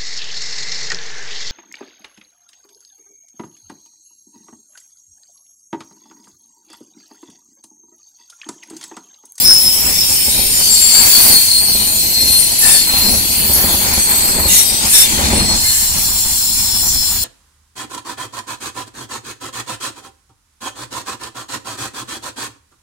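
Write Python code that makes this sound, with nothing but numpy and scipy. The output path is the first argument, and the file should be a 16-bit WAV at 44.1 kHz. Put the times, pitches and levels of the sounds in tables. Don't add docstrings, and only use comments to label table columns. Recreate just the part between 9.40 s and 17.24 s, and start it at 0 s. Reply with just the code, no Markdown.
import sys
import numpy as np
from scipy import signal
from scipy.io import wavfile
from scipy.ndimage import uniform_filter1d

SR = 44100
rng = np.random.default_rng(int(sys.argv[2]) if len(sys.argv) > 2 else 0)


def dump(signal):
    limited = np.clip(np.atleast_2d(signal).T, -1, 1)
    pcm = np.round(limited * 32767).astype(np.int16)
    wavfile.write(sys.argv[1], SR, pcm)


N = 345744

# (start_s, end_s, pitch_hz heard at the start,
# level_db before the boost and panning)
WHEEL_SQUEALS = [(.04, [(0, 0.064, 10760, -24), (0, 0.14, 9230, -17), (.055, 0.14, 5334, -3),
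                 (.13, 0.22, 5320, -12), (.23, 0.35, 5220, -16.5), (.14, .33, 15700, -26)]),
                 (0.508, [(.6, .645, 5320, -11.5), (.66, .93, 9050, -36), (.95, 1.3, 8850, -32)]),
                 (1.93, [(0, .34, 10550, -22), (1.11, 1.49, 11650, -29), (1.22, 1.57, 4580, -27),
                 (1.28, 1.63, 7510, -15), (1.55, 1.66, 4575, -15), (1.72, 1.84, 4480, -13),
                 (1.88, 2.03, 4430, -14), (1.63, 1.99, 7400, -25), (1.7, 1.89, 10400, -24),
                 (1.75, 2.04, 9440, -17.5), (1.86, 2.05, 13770, -18), (2.08, 2.21, 4280, -13.5),
                 (2.1, 2.3, 9000, -19.5), (2.14, 2.41, 13100, -21), (2.3, 2.77, 8760, -36),
                 (2.24, 2.7, 4226, -23), (2.57, 2.89, 13050, -24), (2.72, 3.0, 4210, -15),
                 (3.0, 3.16, 4170, -25), (3.46, 3.79, 4180, -18)]), (2.1, [(1.72, 1.9, 14560, -17),
                 (1.74, 1.86, 4950, -31)]), (2.451, [(1.31, 1.7, 4417, -25)]),
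                 (3.421, [(2.84, 3.1, 9850, -25), (3.17, 3.36, 11310, -21), (3.22, 3.4, 1786, -30),
                 (3.26, 3.42, 3650, -28), (3.24, 3.36, 2690, -33), (3.22, 3.41, 10470, -18),
                 (3.22, 3.46, 5430, -27), (3.24, 3.4, 9230, -17.5), (3.24, 3.44, 7400, -24),
                 (3.26, 3.37, 8440, -15.5), (3.26, 3.47, 4510, -20), (3.85, 5.1, 4355, -33)]),
                 (4.1, [(2.9, 3.08, 8840, -16.5), (3.6, 3.78, 9900, -35), (3.7, 3.85, 11060, -22.5),
                 (4.56, 4.98, 8250, -19), (4.63, 5.09, 12950, -20), (5.8, 6.36, 4300, -22),
                 (5.94, 6.18, 7930, -25)]), (5.49, [(4.11, 4.27, 11273, -25), (5.08, 5.22, 3720, -25),
                 (5.09, 5.21, 6755, -22.5), (5.14, 5.27, 5760, -23), (5.1, 5.33, 12000, -25),
                 (5.12, 5.36, 9080, -20), (5.49, 5.56, 9800, -19), (5.24, 5.5, 4900, -28),
                 (5.1, 5.15, 2800, -28), (5.03, 5.09, 4260, -24.5), (5.45, 5.65, 12000, -23),
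                 (5.49, 5.61, 9200, -22), (5.545, 5.635, 5490, -12), (5.5, 5.76, 8100, -26),
                 (6.95, 7.2, 5240, -28.5), (7.15, 7.72, 5284, -24.5)]), (6.0, [(5.54, 5.66, 3610, -19.5)])]
# pitch_hz at the start, level_db before the boost and panning
RECEDING_MODES = [(6970, -35), (7374, -31), (9710, -37), (10120, -39), (10940, -39), (13880, -43),
                  (15602, -36)]
# start_s, end_s, first_hz, last_hz, width_hz, level_db
GRINDING_BANDS = [(0, .95, 5330, 5300, 500, -16), (.8, 1.5, 5300, 5200, 550, -21),
                  (1.1, 1.8, 7300, 7250, 600, -21), (0.64, 2.7, 9200, 8850, 650, -15.5),
                  (1.15, 2.4, 4560, 4400, 420, -15), (.45, 1.6, 4540, 4540, 400, -26),
                  (2.2, 3.4, 4360, 4350, 545, -20.5), (3.5, 5.16, 4405, 4385, 610, -20),
                  (5.1, 6.3, 4350, 4300, 470, -26), (1.5, 2.3, 13800, 18000, 1000, -20),
                  (2.2, 3.1, 13300, 13200, 1000, -17.5), (4.551, 5.7, 8250, 8250, 600, -18.5),
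                  (6, 8.4, 4300, 4300, 550, -23.5), (5.2, 5.55, 4600, 7500, 400, -22.5),
                  (5.15, 5.5, 3800, 3700, 260, -25), (6.101, 6.6, 7500, 7380, 540, -16.5),
                  (6.5, 7.8, 7400, 7400, 760, -20), (6, 8.4, 5450, 5300, 710, -24),
                  (6.5, 8.4, 3450, 3450, 300, -33.5)]
# start_s, end_s, level_db (relative), fall_share_per_s of pitch
FLANGE_SCREECHES = [(1.517, 1.99, -15.5, 0.15), (2.842, 3.112, -21, 0.047), (3.201, 3.422, -12.5, 0.17),
                    (5.075, 5.252, -10.5, 0.092), (5.5, 5.667, -9, 0.13), (6.194, 6.5, -18.5, 0.0094)]
# pitch_hz, level_db
SCREECH_COLOUR = [(1700, -4.5), (3500, -5), (7000, 4.5), (11000, 5.5), (15700, -1.5)]
# start_s, level_db (relative)
BRIGHT_SPITS = [(0.1984, -19), (2.808, -17), (2.9287, -12), (3.188, -11), (3.5827, -16), (3.9814, -18),
                (4.136, -9.5), (4.327, -14.5), (4.5364, -15), (5.08, -15), (5.464, -19), (6.582, -18)]
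# start_s, level_db (relative)
BOGIE_THUMPS = [(0.456, -13), (0.879, -8.5), (0.989, -8), (1.898, -8), (2.35, -10), (2.467, -16),
                (2.82, -14), (2.898, -10), (3.535, -10), (3.622, -10.5), (3.734, -9), (3.899, -13.5),
                (4.095, -6.5), (4.162, -16), (4.238, -5), (4.342, -7), (4.48, -11), (4.575, -7.5),
                (4.983, -7), (5.052, -4), (5.32, -13.5), (5.445, -16), (5.786, -3.5), (5.831, -4),
                (5.931, 1), (6.08, -11)]
# pitch_hz before detuning, level_db, time_to_fall_60_db_s
BOGIE_MODES = [(68.5, -3.5, 0.14), (224, -0.5, 0.047), (325, -4.5, 0.03), (533, -8.5, 0.073),
               (772, -9.5, 0.063)]
# pitch_hz, level_db (relative)
RUMBLE_SHAPE = [(12, -35), (20, -12), (70, 4.5), (128, -14.5), (216, -3), (258, -10), (353, -9),
                (448, -14.5), (700, -14.5), (910, -18.5), (1540, -120)]
ROAR_SHAPE = [(180, -30), (300, -7), (626, -5.5), (878, 3), (1250, -2.5), (2150, -3), (2500, -2),
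              (3250, -25), (5500, -120)]
HISS_SHAPE = [(880, -46), (1500, -19), (2470, -9.5), (3400, -6), (3850, -6.5), (4400, -5), (4900, -8.5),
              (5500, -5), (6250, -8), (7260, -4), (8920, -4), (12000, -8.5), (14400, -10.5), (15600, -9)]
# time_s, hiss_db, upper_hiss_db before its lift
HISS_LEVELS = [(0, -18.5, -14.5), (.5, -18, -16.5), (1.3, -15, -16.5), (1.85, -12.5, -9.5),
               (2.2, -18.5, -19), (2.801, -18, -20.5), (3.5, -17, -16), (4.2, -18.5, -14),
               (4.6, -16.5, -19), (5.05, -21, -23), (5.75, -14, -21), (6.15, -17.5, -28),
               (6.6, -18.5, -27.5), (7.84, -20.5, -30)]
# time_s, rumble_db, rail_roar_db
ROLLING_SWELLS = [(.1, -29, -33), (.48, -28.5, -30), (1.0, -24, -42), (1.62, -31, -24.5),
                  (1.881, -24.5, -25), (2.36, -32, -38), (2.841, -26.5, -43), (3.27, -34, -28),
                  (3.55, -28, -25.5), (3.74, -22.5, -33), (4.11, -25.5, -32), (4.27, -22.5, -23.5),
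                  (4.52, -21.5, -22.5), (4.75, -25, -24.5), (5.0, -22, -25), (5.462, -33, -27),
                  (5.8, -22, -25), (5.89, -17.5, -21), (5.989, -18, -24), (6.11, -20, -24.5),
                  (6.56, -26, -30.5), (6.85, -33, -37), (7.58, -28.5, -36)]
# pitch_hz, likeness (0 to 1)
LEFT_RIGHT_LIKENESS = [(40, 0.49), (120, 0.87), (500, 0.68), (2000, 0.53), (6000, 0.017), (15000, 0.032)]
# pitch_hz, left_over_right_db
SIDE_BALANCE = [(60, 0.5), (150, 0), (380, 0.5), (950, 3.5), (2380, 8), (5980, 1), (15000, 0.5)]
# pitch_hz, level_db
COLOUR_BEHIND = [(60, 4), (250, -5), (500, -12.5), (900, -1), (2500, -7), (9000, 3.5), (15000, 16)]
# time_s, away_share (0 alongside to 1 gone past)
GONE_PAST = [(0, 0.079), (6.0, 0.067), (6.32, 0.74), (7.84, 0.94)]

SPEED_M_S, TRACK_M, SOUND_M_S = 16.5, 3.6, 343
RECEDING_PASS_S, RECEDING_START_S, RECEDING_END_S = 5.49, 6.55, 8.0
SING_BOOST_DB = 3.5
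ABREAST_DB, SWING_DB = 4, 6.5
TURNED_DB = 10
GRIP_DB, GRIP_HZ = 3.5, 23.8
FADE_S, FADE_SHARE = 0.06, 0.08
LAG_ALONGSIDE_MS, LAG_AWAY_MS = 0.412, 0.012
SWELL_S, SWELL_STEEP = 0.076, 0.95
BED_RUMBLE_DB, BED_ROAR_DB = -30, -34.5
EDGE_HZ = 15700


def wheels():
    out = np.zeros((2, N))
    for passing_s, modes in WHEEL_SQUEALS:
        for mode in modes:
            add(out, *squeal(passing_s, *mode))
    for mode in RECEDING_MODES:
        add(out, *squeal(RECEDING_PASS_S, RECEDING_START_S, RECEDING_END_S, *mode))
    for start, end, first_hz, last_hz, width_hz, db in GRINDING_BANDS:
        n = round((end - start) * SR)
        sides = side_gains(db, read(SIDE_BALANCE, first_hz))
        carrier = slide(np.linspace(first_hz, last_hz, n), 0.11)
        add(out, start, sides * (cluster(n, width_hz) * carrier).real)
    return out


def squeal(passing_s, start, end, first_hz, db):
    n = round((end - start + .06) * SR)
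    ahead_m = SPEED_M_S * (passing_s - start + .03 - np.arange(n) / SR)
    closing = ahead_m / np.hypot(ahead_m, TRACK_M)
    doppler = 1 + SPEED_M_S / SOUND_M_S * closing
    hz = first_hz * doppler / doppler[round(.03 * SR)]

    near = min((hz[0] / hz[-1] - 1) * SR / n / .15, 1)
    high = max(first_hz / 6000, 1)
    blur_hz = (30 + 70 * near) * high
    flutter = .8 * wobble(n, blur_hz, channels=1) + .6 * wobble(n, blur_hz)
    tone = evened(1 + (.35 + .6 * near) * high * flutter)
    lag_s = np.array([[LAG_ALONGSIDE_MS / 1000], [0]])
    tone = tone * np.exp(-2j * np.pi * first_hz * lag_s)
    haze = gain_of(-6.5) * wobble(n, 570)

    turned_db = TURNED_DB * np.interp(start, *np.transpose(GONE_PAST))
    pan_db = read(SIDE_BALANCE, first_hz) + ABREAST_DB + SWING_DB * closing + turned_db
    sides = side_gains(db + SING_BOOST_DB, pan_db)
    grip = evened(gain_of(GRIP_DB * wobble(n, GRIP_HZ, channels=1).real))
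    carrier = slide(hz, FADE_S + FADE_SHARE * (end - start))
    return max(start - .03, 0), sides * grip * ((tone + haze) * carrier).real


def cluster(n, width_hz, count=7):
    places = (np.arange(count) + rng.uniform(.2, .8, count)) / count - .5
    turns = 2j * np.pi * width_hz * np.arange(n) / SR
    return evened(sum(wobble(n, 0.69 * width_hz / count) * np.exp(place * turns) for place in places))


def screeches():
    out = np.zeros((2, N))
    draws = rng.random((len(FLANGE_SCREECHES), 35, 2))
    for (start, end, db, fall), draw in zip(FLANGE_SCREECHES, draws):
        n = round((end - start + .06) * SR)
        for k, (place, weakness) in enumerate(draw):
            hz = 1700 + 400 * (k + place)
            rasp = 1.18 * wobble(n, 62) + wobble(n, 630)
            mode_db = db - 12.5 + read(SCREECH_COLOUR, hz) - 11.0 * weakness
            sides = side_gains(mode_db, read(SIDE_BALANCE, hz))
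            falling_hz = hz * (1 - fall * np.arange(n) / SR)
            add(out, start - .03, sides * (rasp * slide(falling_hz, 0.097)).real)
    return out


def spits():
    out, t = np.zeros((2, N)), np.arange(9000) / SR
    fade = gain_of(-60 * t / 0.014) + gain_of(-60 * t / .5)
    for start, db in BRIGHT_SPITS:
        puff = (wobble(len(t), 760, step=2) * np.exp(2j * np.pi * 11200 * t)).real
        add(out, start, gain_of(db + 2.0) * fade * puff)
    return out


def bogies():
    out, t = np.zeros((2, N)), np.arange(5000) / SR
    tunings = rng.uniform(0.96, 1.103, (len(BOGIE_THUMPS), len(BOGIE_MODES), 2, 1))
    for (start, db), tuning in zip(BOGIE_THUMPS, tunings):
        tuning = .2 * tuning[:, :1] + .8 * tuning
        ring = 0
        for (hz, mode_db, fall_s), factor in zip(BOGIE_MODES, tuning):
            ring = ring + gain_of(mode_db - 60 * t / fall_s) * np.sin(2 * np.pi * hz * factor * t)
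        attack = np.minimum(t / 0.0023, 1)
        add(out, start, gain_of(db - 5.5) * ring * attack)
    return out


def rolling():
    frames, bins_hz = N // 256 + 5, np.fft.rfftfreq(1024, 1 / SR)
    hz = bins_hz[:, None]
    t = np.arange(frames) * 256 / SR

    hiss_s, hiss_points, upper_points = np.transpose(HISS_LEVELS)
    hiss_db = np.interp(t, hiss_s, hiss_points)
    upper_db = np.interp(t, hiss_s, upper_points)
    swell_s, rumble_db, roar_db = np.transpose(ROLLING_SWELLS)
    swell = (1 + ((t[:, None] - swell_s) / SWELL_S) ** 2) ** -SWELL_STEEP
    rumble_gain = np.hypot(gain_of(BED_RUMBLE_DB), np.linalg.norm(swell * gain_of(rumble_db), axis=1))
    roar_gain = np.hypot(gain_of(BED_ROAR_DB), np.linalg.norm(swell * gain_of(roar_db), axis=1))

    a, b, c, d, patches, streaks = rng.standard_normal((frames, 513, 6)).T
    patches = evened(uniform_filter1d(uniform_filter1d(patches, 20, 0), 14, 1))
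    streaks = evened(uniform_filter1d(uniform_filter1d(streaks, 2, 0), 18, 1))
    unevenness = evened(uniform_filter1d(rng.standard_normal(frames), 6))

    shapes = [gain_of(read(table, bins_hz))[:, None] for table in (RUMBLE_SHAPE, ROAR_SHAPE, HISS_SHAPE)]
    rumble, roar, hiss = (shape / np.linalg.norm(shape) for shape in shapes)
    upper = 1 / (1 + (9500 / (hz + 1)) ** 16)
    streak_db = 5.62 * np.clip(hz / 5000, .5, 1) * streaks
    hiss_gain = gain_of(hiss_db + upper * (upper_db - hiss_db + 3.0) + streak_db)
    power = (rumble * rumble_gain * gain_of(1.5 * unevenness)) ** 2
    power = power + (roar * roar_gain * gain_of(2.2 * unevenness)) ** 2
    power = power + (hiss * hiss_gain) ** 2

    away = np.interp(t, *np.transpose(GONE_PAST))
    lag_s = (LAG_ALONGSIDE_MS + (hz < 2500) * away * (LAG_AWAY_MS - LAG_ALONGSIDE_MS)) / 1000
    lag_s = lag_s * (1 - 0.66 * np.exp(-(hz / 1100) ** 2))
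    same = np.clip(read(LEFT_RIGHT_LIKENESS, bins_hz), -1, 1)[:, None]
    right = a + 1j * b
    left = same * right + np.sqrt(1 - same ** 2) * (c + 1j * d)
    left = left * np.exp(-2j * np.pi * hz * lag_s)

    tilt = gain_of(read(SIDE_BALANCE, bins_hz) / 2)[:, None]
    colour = gain_of(1.29 * patches + read(COLOUR_BEHIND, bins_hz)[:, None] * away)
    spectra = np.array([left * tilt, right / tilt]) * np.sqrt(power) * colour
    return gain_of(0.5) * signal.istft(spectra, nperseg=1024, noverlap=768)[1][:, :N]


def wobble(n, width_hz, step=16, channels=2):
    coarse = n // step + 2
    shape = (channels, coarse + 200)
    z = rng.standard_normal(shape) + 1j * rng.standard_normal(shape)
    r = np.exp(-np.pi * width_hz * step / SR)
    z = evened(signal.lfilter([1], [1, -2 * r, r * r], z)[:, 200:])
    at, share = np.divmod(np.arange(n), step)
    return z[:, at] + (z[:, at + 1] - z[:, at]) * (share / step)


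def slide(hz, fade_s):
    fade = signal.windows.tukey(len(hz), min(2 * fade_s * SR / len(hz), 1))
    return fade * np.exp(2j * np.pi * np.cumsum(hz) / SR)


def side_gains(db, left_over_right_db):
    return gain_of(db + left_over_right_db * np.array([[.5], [-.5]]))


def gain_of(db):
    return 10 ** (np.asarray(db) / 20)


def evened(x):
    return x / np.sqrt(np.mean(abs(x) ** 2) + 1e-20)


def read(points, hz):
    f, value = np.transpose(points)
    return np.interp(np.log(hz + 1), np.log(f + 1), value)


def add(mix, start_s, sound):
    part = mix[:, round(start_s * SR):][:, :sound.shape[1]]
    part += sound[:, :part.shape[1]]


def scene():
    return rolling() + wheels() + screeches() + bogies() + spits()


def record(dry):
    clipped = np.clip(dry, -.97, .97)
    low_pass = signal.firwin(1023, EDGE_HZ, window=("kaiser", 7), fs=SR)
    return signal.oaconvolve(clipped, low_pass[None], "same")


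dry = scene()
out = record(dry)
dump(out)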